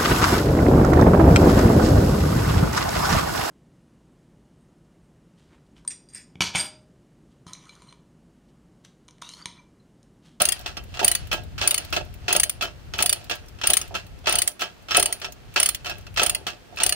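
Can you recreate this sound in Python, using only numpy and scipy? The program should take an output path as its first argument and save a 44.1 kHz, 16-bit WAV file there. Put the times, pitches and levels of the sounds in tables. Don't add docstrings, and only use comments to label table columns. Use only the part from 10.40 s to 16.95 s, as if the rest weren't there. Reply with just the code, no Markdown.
import sys
import numpy as np
from scipy import signal
from scipy.fft import rfft, irfft
from scipy.io import wavfile

SR = 44100
rng = np.random.default_rng(int(sys.argv[2]) if len(sys.argv) > 2 else 0)


def master_out(mix):
    frames = np.transpose(np.atleast_2d(mix))
    ceiling = np.clip(frames, -1, 1)
    pcm = np.round(ceiling * 32767).astype(np.int16)
    wavfile.write(sys.argv[1], SR, pcm)


def gain_from_db(level_db):
    decades = np.asarray(level_db, float) / 20
    return 10 ** decades


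N = 288840


def rms_one(x):
    return x / np.sqrt(np.mean(x ** 2) + 1e-20)


def filtered(x, order, band_hz, kind):
    return signal.sosfilt(signal.butter(order, band_hz, kind, fs=SR, output="sos"), x)


def resonances(x, peaks):
    out = 0
    for hz, width_hz, gain_db in peaks:
        out = out + gain_from_db(gain_db) * signal.lfilter(*signal.iirpeak(hz, hz / width_hz, fs=SR), x)
    return out


def coloured(x, spectrum):
    hz = np.maximum(np.arange(1025) * SR / 2048, 10)
    point_hz, point_db = np.transpose(spectrum)
    log_gain = np.interp(np.log(hz), np.log(point_hz), point_db) * np.log(10) / 20
    cepstrum = irfft(log_gain)
    cepstrum[1:1024] *= 2
    cepstrum[1025:] = 0
    impulse = irfft(np.exp(rfft(cepstrum)))
    return signal.oaconvolve(x, impulse[None], axes=1)[:, :N]


def both_ports(shared, alike):
    alike = np.clip(alike, 0, 1)
    return np.sqrt(alike) * shared[0] + np.sqrt(1 - alike) * shared[1:]


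def port_noise(n, alike):
    return both_ports(rng.standard_normal((3, n)), alike)


def contacts(per_s, spread_db):
    born = rng.random(N) < per_s / SR
    return born * gain_from_db(spread_db * np.minimum(rng.exponential(1, N), 4))


def ring(drive, modes, alike):
    out, clicks = np.zeros((2, N)), np.full((2, N), 1e-18)
    at = np.flatnonzero(drive)
    for hz, level_db, t60_s in modes:
        clicks[:, at] = gain_from_db(level_db) * drive[at] * port_noise(len(at), alike)
        r, w = gain_from_db(-60 / (t60_s * SR)), 2 * np.pi * hz / SR
        out += signal.lfilter([0, np.sin(w)], [1, -2 * r * np.cos(w), r * r], clicks)
    return out


def bursts(times_s, levels_db, t60s_s):
    envelope, t = np.zeros(N), np.arange(SR // 4) / SR
    for s, level_db, t60_s in zip(times_s, levels_db, t60s_s):
        at = round(s * SR)
        envelope[at:at + len(t)] += gain_from_db(level_db - 60 * t / max(t60_s, .004))[:N - at]
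    return envelope


def struck(modes, t, draw, scatter_db, detune):
    draw = draw[:, :len(modes)]
    hz, level_db, t60_s = np.transpose(modes)
    pole = 2j * np.pi * hz * (1 + detune * draw[5]) - np.log(1000) / t60_s
    strength_db = level_db + scatter_db * (draw[2] + 0.14 * draw[3:5])
    start = gain_from_db(strength_db) * np.exp(.9j * draw[:2])
    return (start @ np.exp(np.outer(pole, t))).imag


def teeth():
    # first tooth t/s, fourth tooth t/s, middle teeth late/ms, first ring/dB, fourth ring/dB
    strokes = [
        (0.017, 0.1204, 1, -4, -13),
        (0.6446, 0.7501, -1, -4.5, -12.5),
        (1.274, 1.378, -0.5, -5, -14.5),
        (1.9266, 2.0322, 0.6, -7.5, -7.5),
        (2.6235, 2.7263, 1.5, -6, -9.5),
        (3.2707, 3.3684, -2.8, -5, -6),
        (3.924, 4.0177, -1.5, -12.5, -8.5),
        (4.568, 4.657, -1.5, -4.5, -11.5),
        (5.1993, 5.2882, 0, -5, -9.5),
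        (6.4331, 6.5226, -0.5, -6.5, -12.5),
    ]
    # t/s, ring/dB, barrel knock/dB
    lone_teeth = [
        (2.0948, -14, -25),
        (3.4134, -22, -25.5),
        (3.894, -16.5, -24.5),
        (4.075, -8.5, -28.5),
        (4.725, -12.5, -23),
        (5.3463, -28, -25.5),
        (5.8318, -9, -18),
        (5.8622, -11, -21),
        (5.895, -9.5, -17),
        (5.9472, -16, -19.5),
    ]
    along = np.arange(4) / 3
    knock_db = -18.5 + 0.5 * along
    runs = []
    for first_s, last_s, late_ms, first_db, last_db in strokes:
        middle = along % 1 > 0
        s = first_s + (last_s - first_s) * along + late_ms / 1000 * middle
        runs.append(np.transpose([s, first_db + (last_db - first_db) * along, knock_db]))
    return np.concatenate(runs + [lone_teeth])


def pawl():
    # f/Hz, level/dB, t60/s
    pawl_modes = [(9130, -16.5, 0.14), (9670, -13.5, 0.059), (9700, -11.5, 0.02), (10650, -14.5, 0.068),
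                  (10930, -11, 0.037), (8650, -13, 0.075), (7380, -15, 0.014), (11570, -30.5, 0.021),
                  (14500, -20.5, .03), (14400, -20.5, 0.023), (15450, -13, .03)]
    # f/Hz, level/dB, t60/s
    knock_modes = [(1968, -5, 0.077), (2534, -4.5, 0.067), (2950, -0.5, 0.12), (3332, -1.5, 0.052),
                   (4480, -1, 0.14), (5250, -1, 0.043), (6500, 3, 0.051), (1271, -6, .04),
                   (2318, -13.5, 0.1), (3510, -2, 0.032)]
    # f/Hz, width/Hz, level/dB
    after_ring = [
        (9080, 160, 0),
        (9830, 350, 5.5),
        (10750, 200, -11.5),
    ]
    out, t = np.zeros((2, N + SR)), np.arange(SR // 8) / SR
    rise = 1 - np.exp(-(t / 0.00082) ** 2)
    fade = 1 - t / t[-1]
    for s, ring_db, knock_db in teeth():
        draw = rng.standard_normal((4, 6, 16))
        land_s = .0082 + .0012 * rng.standard_normal()
        damp = gain_from_db(-9.0 / (1 + np.exp((land_s - t) / 0.00067)))
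        ring_hz, pan_db = 9250 + 92 * draw[3, 1, 0], 3 * draw[3, 2, 0]
        modes = [(ring_hz, -1.5, .045)] + pawl_modes
        snap = gain_from_db(ring_db + 0.5) * damp * struck(modes, t, draw[0], 1.8, detune=.005)

        knock = struck(knock_modes, t, draw[1], 2.5, detune=.05)
        later = np.maximum(t - land_s, 0)
        rebound = (t > land_s) * struck(knock_modes, later, draw[2], 2.5, detune=.05)
        snap += gain_from_db(knock_db - 5) * (knock + .5 * rebound) * damp

        unresolved = filtered(port_noise(len(t), 0.21), 2, 1200, "high")
        colour = [(hz, 900, 3.8 * tint) for hz, tint in zip(np.geomspace(2200, 15300, 9), draw[3, 0])]
        crack = 0.56 * unresolved + resonances(unresolved, colour)
        snap += gain_from_db(ring_db - 13.0 - 60 * t / 0.07) * damp * crack
        snap += gain_from_db(ring_db - 17.5 - 60 * t / 0.3) * fade * resonances(unresolved[:, ::-1], after_ring)
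        snap += gain_from_db(ring_db - 34.5 - 60 * t / 0.3) * fade * unresolved
        at = round(s * SR)
        out[:, at:at + len(t)] += rise * snap * gain_from_db([[pan_db / 2], [-pan_db / 2]])
    return out[:, :N]


def clanks():
    # t/s, peak/dB, deck re peak/dB, chatter t60/s
    slack = [(0.541, -27, -20, 0.15), (0.572, -25, -22.5, 0.033), (0.593, -15.5, -22, 0.12),
             (1.18, -20.5, -27, 0.27), (1.213, -13.5, -18.5, 0.31), (1.881, -10.5, -20, 0.24),
             (2.537, -17, -18, 0.13), (2.589, -10, -23, 0.095), (3.187, -38.5, -14.5, 0.14),
             (3.214, -18.5, -43, 0.066), (3.235, -17, -18.5, 0.46), (3.842, -40.5, -12, 0.12),
             (3.858, -22.5, -35.5, 0.35), (3.87, -10, -16.5, 0.4), (4.485, -27, -22.5, 0.24),
             (4.508, -13, -27, 0.28), (4.547, -9, -24.5, 0.19), (5.16, -7, -22, 0.21),
             (5.762, -23, -38, 0.12), (5.773, -7, -24.5, 0.17), (5.796, -7.5, -19.5, 0.061),
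             (6.372, -19.5, -40, 0.064), (6.386, -17.5, -43, 0.024), (6.401, -12, -18.5, 0.22)]
    # t/s, peak/dB, deck re peak/dB, chatter t60/s
    seating = [
        (0.002, -14, -15, 0.12),
        (0.629, -18.5, -12.5, 0.11),
        (1.95, -11.5, -14.5, 0.055),
        (2.604, -17.5, -13, 0.14),
        (3.297, -19.5, -8, 0.11),
        (4.579, -15, -4.5, 0.074),
        (5.817, -17, -10.5, 0.32),
    ]
    # t/s, peak/dB, treble re peak/dB, chatter t60/s
    engage = [(0.26, -16.5, -20, 0.16), (0.369, -23, -2.5, 0.085), (0.915, -15, -6, 0.1),
              (0.928, -16.5, 1.5, 0.17), (1.526, -13.5, -6, 0.23), (1.564, -12, -37, 0.074),
              (2.21, -16.5, -12, 0.15), (2.223, -15, -1, 0.16), (2.897, -16.5, -3, 0.11),
              (2.911, -17, -24.5, 0.18), (3.542, -23.5, -32, 0.16), (3.551, -19, -6, 0.17),
              (4.194, -24, -1, 0.11), (4.208, -19, -1, 0.22), (4.219, -14, -22, 0.079),
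              (4.816, -22, -24, 0.18), (4.845, -18, -21, 0.091), (5.446, -27.5, 1, 0.15),
              (5.459, -20, -15, 0.27), (5.496, -21, 1, 0.086), (5.667, -28.5, -6, 0.04),
              (6.067, -13, -10, 0.16)]
    # t/s, deck/dB, t60/s
    thuds = [
        (0.614, -23, 0.093),
        (1.239, -40.5, 0.21),
        (0.94, -38, 0.13),
        (1.564, -27, 0.09),
        (3.509, -33.5, 0.11),
        (4.599, -37.5, 0.32),
        (6.326, -42.5, 0.11),
    ]
    rows = [(s, db, -39, deck_db, t60_s) for s, db, deck_db, t60_s in slack]
    rows += [(s, db, 1.5, deck_db, t60_s) for s, db, deck_db, t60_s in seating]
    touch = np.diff([row[0] for row in engage], append=np.inf) < .02
    for (s, db, treble_db, t60_s), first in zip(engage, touch):
        rows.append((s, db, treble_db, -23.5 if first else -20, t60_s))
    rows += [(s, db - 22, 0, 20, t60_s) for s, db, t60_s in thuds]
    return np.transpose(rows)


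def jostle():
    # t/s, steel/dB, deck/dB
    shakes = [(0.01, -32, -33), (0.68, -36.5, -35), (1.4, -41, -38.5), (1.97, -40, -35), (2.73, -42.5, -37),
              (3.39, -45.5, -52), (4.0, -62, -53), (4.7, -44.5, -43), (5.24, -41.5, -44),
              (5.86, -45.5, -57), (6.47, -42, -33)]
    rise_db_per_s, fall_db_per_s, rest_db = 111, 78.5, -61
    s, steel_db, deck_db = np.transpose(shakes)[:, :, None]
    after_s = np.arange(N) / SR - s
    below_db = np.maximum(-rise_db_per_s * after_s, fall_db_per_s * after_s)
    return [np.maximum((db - below_db).max(axis=0), rest_db) for db in (steel_db, deck_db)]


def chain():
    # f/Hz, level/dB, t60/s
    steel_modes = [(1165, -16.5, 0.14), (1316, -3.5, 0.082), (1407, -8, 0.077), (1631.5, -10, 0.18),
                   (1960, -14, 0.069), (2355, -8, 0.025), (2610, -2.5, 0.061), (2584, -1.5, 0.087),
                   (2676, -6.5, 0.081), (2755, -5, 0.096), (2982, -6, 0.074), (3094, -3.5, 0.096),
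                   (3315, 0.5, 0.045), (3520, -4.5, 0.046), (3960, -16, 0.17), (4300, -2.5, 0.032),
                   (4420, -21, 0.062), (4950, -25, 0.02), (5400, -2.5, 0.054), (6250, -4, 0.027)]
    # f/Hz, level/dB, t60/s
    deck_modes = [(195.5, -12.5, 0.11), (274.7, -14, 0.11), (343.8, -8, 0.12), (390.7, -6, 0.12),
                  (465, -9, 0.077), (531, -6.5, 0.08), (605, -3.5, 0.14), (661.3, -6, 0.11),
                  (718.3, 4, 0.063), (796, -12.5, 0.088), (878, -1.5, 0.055)]
    # f/Hz, level/dB per Hz
    crack = [(410, -43), (700, -13), (1680, -6), (2130, -10), (2630, -5), (3750, -9.5), (4280, -7.5),
             (9470, -22.5), (10500, -31), (15200, -27.5), (16500, -41)]
    s, peak_db, treble_db, bass_db, t60_s = clanks()
    steel_db, deck_db = jostle()
    hits = contacts(700, spread_db=5.0)
    hits[np.round(s * SR).astype(int)] = 5.3
    blows = bursts(s, peak_db - 9.0, t60_s)
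    out = gain_from_db(-21.5) * ring(hits * (blows + gain_from_db(steel_db - 3.0)), steel_modes, 0.49)
    deck_blows = bursts(s, peak_db + bass_db, 1.496 * t60_s)
    out += gain_from_db(-18) * ring(hits * (deck_blows + gain_from_db(deck_db - 7)), deck_modes, 0.29)
    grit = contacts(9000, spread_db=3.0) * port_noise(N, 0.058)
    out += gain_from_db(13) * coloured(grit * (gain_from_db(1.5) * blows + gain_from_db(steel_db + 3.5)), crack)
    treble = bursts(s, peak_db + treble_db - 14.0, 0.61 * t60_s) * port_noise(N, 0.2)
    treble = filtered(treble, 2, 7000, "high")
    return out * gain_from_db([[-.7], [.7]]) + treble * gain_from_db([[1.2], [-1.2]])


def ticks():
    # t/s, peak/dB, f/Hz
    touches = [(0.192, -22.5, 4000), (0.4379, -29.5, 2650), (0.8709, -25.5, 3140), (1.036, -30, 3960),
               (1.4486, -21.5, 4500), (1.502, -27, 2650), (1.6494, -33, 2610), (1.74, -26.5, 2780),
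               (2.5829, -14, 2610), (2.8425, -25.5, 4770), (2.9532, -20, 2540), (3.0609, -36, 5780),
               (3.0842, -28, 5590), (3.478, -27, 3060), (3.666, -31, 4220), (3.789, -37, 5440),
               (4.116, -27, 5800), (4.4232, -39, 3000), (4.799, -25, 2640), (4.922, -20, 6640),
               (5.1405, -24, 2590), (5.347, -8, 3300), (3.4134, -20, 3300), (0.211, -25, 5500),
               (5.61, -36, 6000), (5.5823, -26, 2590), (5.7418, -27, 2590), (6.36, -26.5, 4340)]
    out, t = np.zeros((2, N + SR)), np.arange(SR // 20) / SR
    for s, peak_db, hz in touches:
        noise = port_noise(len(t), 0.23)
        crack = filtered(noise, 2, 2500, "high") + resonances(noise, [(hz, 500, 9.0)])
        at = round(s * SR)
        out[:, at:at + len(t)] += gain_from_db(peak_db - 15.5 - 60 * t / 0.046) * crack
    return out[:, :N]


def outdoors():
    # t/s, level/dB
    breeze = [(0.0, -50.5), (0.58, -40.5), (0.62, -45.5), (1.13, -36), (1.37, -49.5), (1.57, -39.5),
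              (2.04, -45.5), (2.66, -43.5), (2.88, -49.5), (4.01, -43), (4.14, -60), (4.52, -52),
              (4.58, -41), (4.69, -50), (5.87, -43.5), (6.26, -57.5), (6.46, -44), (6.55, -46)]
    # f/Hz, level/dB per Hz
    air = [(88, -32), (150, -0.5), (434, -2), (696, -5), (972, -10), (1280, -8.5), (3100, -14.5),
           (11600, -28), (15300, -29), (16500, -55.5)]
    breeze_db = np.interp(np.arange(N) / SR, *np.transpose(breeze))
    gust_db = 2.0 * rms_one(filtered(rng.standard_normal(N), 1, [2.5, 9], "band"))
    low = filtered(port_noise(N + SR, .12), 2, [40, 110], "band")[:, SR:]
    hush = rms_one(coloured(port_noise(N, 0.091), air))
    rumble = gain_from_db(breeze_db + 2.0 + gust_db) * rms_one(low) * gain_from_db([[1.2], [-1.2]])
    return rumble + gain_from_db(-52.5) * hush


def scene():
    left_lag_samples = 4
    near = pawl() + chain() + ticks()
    near[0] = np.concatenate([np.zeros(left_lag_samples), near[0, :-left_lag_samples]])
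    return near + outdoors()


def top_cut(x):
    return signal.sosfilt(signal.butter(12, 17140, fs=SR, output="sos"), x)


def record(dry):
    # f/Hz, width/Hz, lift/dB
    mic_peak = (15600, 850, 4.9)
    hz, width_hz, lift_db = mic_peak
    lifted = dry + (gain_from_db(lift_db) - 1) * resonances(dry, [(hz, width_hz, 0)])
    rounded = .97 * np.tanh(lifted / .97)
    shelved = signal.sosfilt(signal.cheby2(12, 20, 15900, fs=SR, output="sos"), rounded)
    cut = signal.sosfilt(signal.cheby2(16, 50, 16750, fs=SR, output="sos"), shelved)
    return top_cut(cut)


dry = scene()
out = record(dry)
master_out(out)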